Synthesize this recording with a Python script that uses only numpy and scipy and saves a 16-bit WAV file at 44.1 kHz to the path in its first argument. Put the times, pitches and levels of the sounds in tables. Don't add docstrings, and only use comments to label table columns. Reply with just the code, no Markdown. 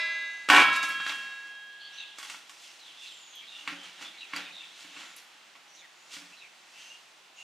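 import sys
import numpy as np
from scipy import signal
from scipy.fft import rfft, irfft, next_fast_len
from scipy.io import wavfile
from scipy.ndimage import uniform_filter1d

SR = 44100
rng = np.random.default_rng(int(sys.argv[2]) if len(sys.argv) > 2 else 0)


def generate_wav(sig):
    pcm = np.round(np.clip(np.atleast_2d(sig).T, -1, 1) * 32767).astype(np.int16)
    wavfile.write(sys.argv[1], SR, pcm)


N = 327651


def from_db(db):
    return 10 ** (np.asarray(db) / 20)


def rms_one(x):
    return x / np.sqrt(np.mean(x ** 2) + 1e-20)


def at_hz(points, hz):
    table_hz, values = np.transpose(points)
    return np.interp(np.log(hz + 1), np.log(table_hz), values)


def coloured(x, spectrum):
    size = next_fast_len(x.shape[-1])
    bin_hz = np.arange(size // 2 + 1) * SR / size
    shaped = rfft(x, size) * from_db(at_hz(spectrum, bin_hz))
    return irfft(shaped, size)[..., :x.shape[-1]]


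def clicks(times, db):
    out = np.zeros(N)
    out[np.round(np.asarray(times) * SR).astype(int)] = from_db(db)
    return out


def ring(x, hz, t60):
    radius, angle = from_db(-60 / (t60 * SR)), 2 * np.pi * hz / SR
    return signal.lfilter([0, np.sin(angle)], [1, -2 * radius * np.cos(angle), radius ** 2], x + 1e-18)


def fade(x, t60):
    return signal.lfilter([1], [1, -from_db(-60 / (t60 * SR))], x + 1e-18)


def band(x, low_hz, high_hz):
    return signal.sosfilt(signal.butter(2, [low_hz, high_hz], "band", fs=SR, output="sos"), x)


def drift(rate):
    steps = rng.standard_normal(int(N / SR * rate) + 2)
    return np.interp(np.arange(N) / SR * rate, np.arange(len(steps)), steps)


# frequency in Hz, relative density in dB per Hz.
HUSH_SPECTRUM = [(24, -50), (40, -49), (146, -8), (266, -11), (325, -3.5), (449, -6.5), (817, 2.5),
                 (949, 0.5), (2110, -1), (2710, 0), (6810, -10.5), (14400, -26), (15500, -19)]
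# frequency in Hz, side re mid in dB.
SIDE_SPECTRUM = [(60, -1), (180, -10), (550, -5.5), (1650, -5), (4970, -4.5), (9000, -3), (12500, -15)]
HUSH_DB = -59.5


def hush():
    mid, side = coloured(rng.standard_normal((2, N)), HUSH_SPECTRUM)
    side = coloured(side, SIDE_SPECTRUM)
    return from_db(HUSH_DB) * np.array([mid + side, mid - side]) / np.std(mid)


# time in seconds, level in dB before the mix.
CHORUS_LEVEL = [(1.7, -68), (2.1, -64.5), (2.59, -75.5), (2.94, -68), (3.36, -66.5), (4.08, -64.5),
                (4.41, -66), (5.0, -66), (5.34, -74.5), (6.12, -85), (6.4, -88), (7.43, -74)]


def chorus():
    s, db = np.transpose(CHORUS_LEVEL)
    level = from_db(np.interp(np.arange(N) / SR, s, db, left=-90) + 3.3 * drift(9))
    twitter = band(band(rng.standard_normal(N), 2530, 4230), 2530, 4230)
    return level * rms_one(twitter)


# start in seconds, length in seconds, first frequency in Hz,
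# last frequency in Hz, level in dB before the mix.
FAR_CHIRPS = [(1.796, 0.1, 4265, 4540, -61), (1.801, 0.098, 3180, 3260, -58.5),
              (1.925, .1, 5820, 6310, -66), (1.968, 0.075, 4040, 3500, -53.5),
              (1.982, 0.066, 2770, 2624, -57), (2.632, 0.072, 3460, 2680, -64),
              (2.793, 0.13, 4290, 2940, -61.5), (2.968, 0.13, 3500, 3500, -58.5),
              (3.013, 0.062, 2790, 2607, -59), (3.061, 0.071, 4330, 2950, -57),
              (3.099, 0.3, 7620, 6240, -66), (3.329, 0.091, 3365, 3156, -55.5),
              (3.411, 0.042, 2334, 2330, -59.5), (3.472, 0.12, 3795, 3510, -56.5),
              (3.514, 0.15, 2770, 2900, -60), (3.753, .12, 3200, 3000, -59),
              (4.039, 0.062, 3480, 3560, -57), (4.138, 0.047, 2290, 2200, -61),
              (4.18, 0.052, 3870, 3880, -55.5), (4.208, 0.05, 2900, 2484, -55),
              (4.425, .05, 3710, 3600, -57.5), (4.457, 0.066, 2515, 2430, -56.5),
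              (4.521, 0.11, 3800, 3580, -55), (4.596, 0.081, 3670, 3420, -65),
              (4.599, 0.048, 2750, 2580, -56), (4.93, 0.23, 7440, 7000, -69.5),
              (5.675, .14, 5920, 5840, -69.5), (5.743, 0.078, 6600, 6660, -69),
              (5.766, 0.055, 4000, 3550, -63), (5.814, 0.05, 2360, 1780, -64), (5.95, 0.2, 6830, 7020, -73),
              (6.323, 0.033, 2670, 2620, -63), (6.367, 0.065, 4160, 3640, -63.5),
              (6.407, 0.068, 2704, 2230, -59), (6.728, 0.16, 2650, 2780, -63),
              (6.774, 0.077, 3100, 3100, -64), (6.778, 0.17, 6180, 6230, -69.5),
              (6.895, 0.068, 2820, 2816, -58), (7.372, 0.071, 2810, 2774, -59),
              (7.363, 0.14, 6684, 6830, -68)]
HUSKY_HZ = 234


def birds():
    out = np.zeros(N + SR)
    husk = 0.95 + rms_one(band(rng.standard_normal(N + SR), 13.0, HUSKY_HZ))
    for s, length, from_hz, to_hz, db in FAR_CHIRPS:
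        at = round(s * SR)
        u = np.arange(round(length * SR)) / (length * SR)
        hz = from_hz + (to_hz - from_hz) * u
        swell = np.sin(np.pi * u) ** 0.23
        out[at:at + len(u)] += from_db(db) * swell * np.sin(2 * np.pi * np.cumsum(hz) / SR)
    return (out * husk)[:N]


# frequency in Hz, relative density in dB per Hz.
RUB_SPECTRUM = [(59, -67), (100, -44), (166, -15), (281, -6), (394, -12.5), (1290, -2), (1960, 1),
                (2270, 3), (7250, -7), (15500, -34)]
# peak time in seconds, hiss level in dB, duller rub level in dB,
# length in seconds between the points STROKE_DEPTH_DB below the peak.
SLIDES = [(0.01, -53.5, -47.5, 0.59), (0.686, -53, -33.5, 0.064), (0.757, -42, -35, 0.1),
          (0.836, -36.5, -34, 0.033), (0.905, -46, -43, .13), (1.08, -44.5, -47, 0.22),
          (1.202, -58, -49, 0.27), (1.47, -64, -57, 0.13), (1.953, -61, -59, 0.39), (2.18, -55, -55, 0.057),
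          (2.245, -53, -65, 0.13), (2.307, -46, -50.5, 0.14), (2.634, -52, -73, 0.38),
          (2.87, -59, -74, 0.13), (3.05, -51.5, -75, 0.27), (3.587, -55.5, -58, 0.59),
          (3.701, -68, -42, 0.12), (3.853, -53.5, -48.5, 0.18), (4.024, -48, -43, 0.11),
          (4.371, -48.5, -37.5, .13), (4.803, -51.5, -58, 0.19), (4.999, -51, -47.5, 0.27),
          (5.177, -50, -65, 0.064), (5.765, -61, -71, 0.15), (6.141, -43, -49.5, 0.1),
          (6.18, -55.5, -57.5, 0.57), (6.58, -63, -72, .1), (6.8, -54.5, -59.5, 0.54),
          (7.4, -57.5, -64, .15)]
RISE_SHARE, STROKE_DEPTH_DB = 0.34, 13.5
# time in seconds, hiss level in dB.
CLOTH_RUSTLE = [(0, -68), (.45, -59), (1.3, -58.5), (1.72, -68.5), (2.4, -62), (3.4, -63.5), (4.6, -58.5),
                (5.6, -65), (7.43, -70)]
RUSTLE_RUB_DB = 1


def handling():
    t = np.arange(N) / SR
    hiss_energy = from_db(np.interp(t, *np.transpose(CLOTH_RUSTLE))) ** 2
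    rub_energy = hiss_energy * from_db(2 * RUSTLE_RUB_DB)
    for s, hiss_db, rub_db, length in SLIDES:
        away = np.maximum((s - t) / RISE_SHARE, (t - s) / (1 - RISE_SHARE)) / length
        swell = from_db(-2 * STROKE_DEPTH_DB * np.minimum(away, 9))
        hiss_energy = hiss_energy + from_db(2 * hiss_db) * swell
        rub_energy = rub_energy + from_db(2 * rub_db) * swell
    slip_db = 3.64 * np.minimum(rng.exponential(1, (2, N)), 4.0)
    slips = rng.standard_normal((2, N)) * from_db(slip_db)
    dull, bright = coloured(slips, RUB_SPECTRUM)
    dull = signal.sosfilt(signal.butter(2, 3500, "low", fs=SR, output="sos"), dull)
    bright = signal.sosfilt(signal.butter(2, 3500, "high", fs=SR, output="sos"), bright)
    return rms_one(dull) * np.sqrt(rub_energy) + rms_one(bright) * np.sqrt(hiss_energy)


# time in seconds, level in dB before summing, pitch in Hz.
BANGLE_TOUCHES = [(0.762, -32, 7000), (0.888, -42, 10300), (3.354, -50.5, 13100), (3.834, -48, 6800),
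                  (4.363, -27, 4700), (5.164, -42, 10000)]
# frequency in Hz, t60 in seconds.
BANGLE_MODES = [(4700, .04), (6800, .04), (7700, .03), (10500, .04), (11300, .03), (13300, .03)]


def bangles():
    s, db, pitch_hz = np.transpose(BANGLE_TOUCHES)
    rings = np.zeros(N)
    for hz, t60 in BANGLE_MODES:
        octaves_off = abs(np.log2(hz / pitch_hz))
        rings += ring(clicks(s, db - 3 - 22 * octaves_off), hz, t60)
    tick = rng.standard_normal(N) * fade(clicks(s, db - 5), TICK_T60_S)
    return rings + band(tick, 4700, 11000)


# time in seconds, level in dB before the mix, boom re that level in dB,
# brightness re that level in dB, tick frequency in Hz.
BIN_KNOCKS = [(0.488, -9.5, -49, -20.5, 1260), (0.5, -3, -34, -20.5, 1520), (0.546, -7, -36, -23, 1510),
              (0.562, -7, -37, -29, 1500), (0.581, -17, -11.5, -33, 2270), (0.598, -9.5, -37, -36, 2300),
              (0.617, -12, -21, -37, 2270), (0.698, -26, -47, -34, 2260), (0.729, -24.5, -49, -13, 2270),
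              (0.829, -27, -19.5, -5, 1320), (0.905, -31, -17, -16, 2270), (1.001, -23, -26, -39, 1680),
              (1.065, -19, -64, -33, 1720), (1.095, -17.5, -31, -39, 3600), (1.12, -30, -26, -30, 1650),
              (2.185, -30, -49, -7.5, 1280), (2.2, -35, -43, -30, 3300), (2.229, -31.5, -47, -10, 3300),
              (2.249, -33, -47, -32, 3300), (2.299, -27, -47, -14, 2680), (2.345, -33, -31, -23, 1200),
              (2.495, -36, -42, -7.5, 3530), (3.408, -49, -13, -21, 2870), (3.676, -18.5, -24, -27, 2260),
              (3.721, -33, -7.5, -29, 2220), (4.012, -35.5, -15, -13, 1500), (4.335, -22, -17.5, -41, 2200),
              (4.362, -27, -17, -35, 2250), (4.846, -38, -11, -19, 3400), (4.91, -48, -8, -20, 3000),
              (4.965, -34.5, -15, -22, 2720), (5.03, -41, -15, -25, 2720), (5.553, -39.5, -27, -27, 2600),
              (6.166, -35.5, -11.5, -15, 1830), (6.221, -45.5, -6, -20, 1700)]
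# frequency in Hz, width in Hz, relative level in dB.
SHELL_MODES = [(839, 11, -25), (1108, 81, -2.5), (2235, 43, -5.5), (2838, 82, -5), (3340, 44, -21.5),
               (3560, 68, -17), (4720, 120, -17), (5650, 85, -38), (7350, 81, -21)]
# frequency in Hz, width in Hz, relative level in dB.
HOLLOW_MODES = [(180.7, 15.6, -8.5), (287, 20.7, -0.5), (555, 7.3, -13.5)]
TICK_T60_S = .009


def knocks():
    s, db, boom_db, bright_db, tick_hz = np.transpose(BIN_KNOCKS)
    grit = rng.standard_normal((3, N))
    contact = from_db(19.5) * clicks(s, db) + fade(clicks(s, db), 0.0093) * grit[0]
    shell, boom, ticks = np.zeros((3, N))
    for k, (hz, width, level_db) in enumerate(SHELL_MODES):
        shell += from_db(level_db) * ring(contact, hz, 3.5 / width) * (-1) ** k
    for hz, width, level_db in HOLLOW_MODES:
        boom += ring(clicks(s, db + boom_db + level_db), hz, 3.5 / width)
    u = np.arange(SR // 50) / SR
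    for at, level_db, hz in zip(np.round(s * SR).astype(int), db, tick_hz):
        ticks[at:at + len(u)] += from_db(level_db - 60 * u / TICK_T60_S) * np.sin(2 * np.pi * hz * u)
    bright = clicks(s, db + bright_db)
    crack_envelope = from_db(3.5) * fade(bright, TICK_T60_S) + fade(bright, 0.29)
    crack = band(crack_envelope * grit[1], 3650, 8360)
    clatter = band(fade(clicks(s, db), 0.16) * grit[2], 1140, 3230)
    body = from_db(-31.5) * shell + from_db(-4.5) * boom
    return body + from_db(-2.5) * ticks + from_db(-3.5) * crack + from_db(-6) * clatter


BRUSH_S, BRUSH_DB = .487, -23
HINGE_HZ, HINGE_DB, HINGE_WAVER_HZ = 6330, -61, 90


def hinge():
    t = np.arange(N) / SR
    swing = np.sin(np.pi * np.clip(t / BRUSH_S, 0, 1)) ** .4
    hz = HINGE_HZ + HINGE_WAVER_HZ * drift(25)
    return from_db(HINGE_DB + 4.0 * drift(150)) * swing * np.sin(2 * np.pi * np.cumsum(hz) / SR)


TOUCH_S = .016


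def touches(start, loss_db, count=4):
    k = np.arange(count)
    return clicks(start + TOUCH_S * k, -2 * loss_db * k) / np.sum(from_db(-2 * loss_db * k))


LID_MODES_HZ = [296, 630, 743, 840, 991, 1058, 1075, 1123, 1300, 1326, 1346, 1501, 1649.8, 1666.2, 1800,
                1857, 2014, 2053, 2244, 2265, 2354, 2402, 2428, 2476, 2719.5, 2741, 2830, 2939, 3237.6,
                3239.4, 3442, 3793.2, 3796.9, 4027, 4385, 4673, 5012, 5350, 6320]
# ring while open in dB, ring after the landing in dB,
# ring after the rebound in dB, t60 in seconds before a hand adds damping.
LID_RINGS = [(-82, -27, -41, 0.38), (-48, -42, -60, 1.2), (-68, -22, -33, 0.24), (-73, -20, -53, 0.34),
             (-51, -24, -29.5, 0.69), (-52.5, -30, -41, 1.63), (-54, -24, -42, 0.48), (-67, -33, -18, 0.22),
             (-64, -33, -32, 1.2), (-52, -26, -32, 1.0), (-46.5, -27.5, -30, 1.32), (-68, -14, -15, 0.33),
             (-35, -30.5, -31.5, 3.6), (-35, -28, -30, 1.9), (-67, -23, -32, 0.32), (-61, -19, -35, 0.63),
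             (-28, -42.5, -66, 2.37), (-60, -45, -58, 1.4), (-44, -32, -47, 1.75), (-50, -24, -17, 0.7),
             (-61, -24, -16, 0.34), (-37, -48, -32, 1.56), (-58, -28, -19, 0.27), (-62, -44, -34, .4),
             (-38.5, -31.5, -30, 2.26), (-54, -42, -40, 2.4), (-47, -52, -44, 2.5),
             (-62, -26.5, -27.5, 0.58), (-55, -38, -38, 2.8), (-55, -38, -38, 2.8), (-43.5, -34, -51, 1.4),
             (-52, -37.5, -37.5, 2.2), (-40, -43, -43, 2.2), (-43.5, -47, -55, 1.1), (-52, -45, -63, 2.2),
             (-52.5, -46, -58, 0.93), (-49.5, -38.5, -57, 0.99), (-43, -50, -56, 0.21),
             (-57, -51, -67, 1.4)]
# frequency in Hz, relative density in dB per Hz.
CRASH_SPECTRUM = [(88, -66), (150, -29), (285, -11), (668, -15.5), (1090, -7), (1200, -22), (1450, -6.5),
                  (1570, -5.5), (2310, -15), (7410, -29.5), (15500, -61)]
CRASH_DB = -16.5
LAND_S, LAND_LOSS_DB = .5, 0
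REBOUND_S, REBOUND_LOSS_DB = .564, 3.5
TIP_S, TIP_DB_PER_S = 0.26, 22.5
GRIPPED_S, GRIP_T60_S = 2.09, 0.6
IN_STEP_S = .538


def lid():
    t = np.arange(N) / SR
    landing = touches(LAND_S, LAND_LOSS_DB) + clicks([BRUSH_S], 2 * BRUSH_DB)
    rebound = touches(REBOUND_S, REBOUND_LOSS_DB)
    stop_db = -600 * np.clip(t - BRUSH_S, 0, 1)
    tip_db = -TIP_DB_PER_S * np.clip(t - TIP_S, 0, 1)
    still_open = from_db(stop_db + tip_db)
    grip = from_db(-60 * np.clip(t - GRIPPED_S, 0, 9) / GRIP_T60_S)
    chatter = np.sqrt(fade(landing + rebound, 0.073))
    out, phases = np.zeros(N), rng.random(100)
    for hz, (open_db, landing_db, rebound_db, t60) in zip(LID_MODES_HZ, LID_RINGS):
        blows = from_db(2 * landing_db) * landing + from_db(2 * rebound_db) * rebound
        energy = fade(blows, t60 / 2)
        struck = np.sqrt(np.abs(uniform_filter1d(energy, size=64)))
        height = from_db(open_db - 60 * t / t60) * still_open + struck
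        phase = phases[int(hz // 100)]
        jolts = 0.18 * chatter * drift(39.7)
        shimmer = from_db(1.2 * drift(4))
        out += shimmer * height * np.sin(2 * np.pi * (hz * (t - IN_STEP_S) + phase + jolts))
    noise = rms_one(coloured(rng.standard_normal(N), CRASH_SPECTRUM))
    crash = from_db(CRASH_DB + 2.7 * drift(160)) * chatter * noise
    return out * grip + crash


# frequency in Hz, t60 in seconds.
ECHO_T60 = [(150, 0.77), (1000, 0.47), (3000, 0.32), (8000, 0.17), (15000, 0.46)]


def room(x):
    t = np.arange(SR // 2) / SR
    white, tail = rng.standard_normal((2, len(t))), 0
    for hz in 88 * 2. ** np.arange(8):
        weight = from_db([[0], [at_hz(SIDE_SPECTRUM, hz)]])
        octave = band(white, hz / np.sqrt(2), hz * np.sqrt(2))
        tail = tail + weight * octave * from_db(-60 * t / at_hz(ECHO_T60, hz))
    tail *= np.clip(t / 0.0013, 0, 1) / np.sqrt(np.sum(tail[0] ** 2))
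    mid, side = signal.fftconvolve(x[None], tail, axes=1)[:, :N]
    return np.array([mid + side, mid - side])


RING_ECHO_DB = -15


def scene():
    ringing = lid()
    contacts = knocks() + bangles() + handling() + hinge()
    far = birds() + chorus()
    small = signal.butter(3, 165, "high", fs=SR, output="sos")
    ringing, contacts = signal.sosfilt(small, [ringing, contacts])
    echo = room(from_db(RING_ECHO_DB) * ringing + from_db(-5.5) * contacts + from_db(4.5) * far)
    direct = ringing + contacts + from_db(7.0) * far
    return (direct + echo + hush()) * from_db([[-.55], [.55]])


CUTOFF_HZ = 15750


def record(dry):
    rounded = 0.81 * np.tanh(dry / 0.79)
    thin = signal.sosfilt(signal.butter(3, 100, "high", fs=SR, output="sos"), rounded)
    return signal.sosfilt(signal.cheby2(16, 45, CUTOFF_HZ, fs=SR, output="sos"), thin)


dry = scene()
out = record(dry)
generate_wav(out)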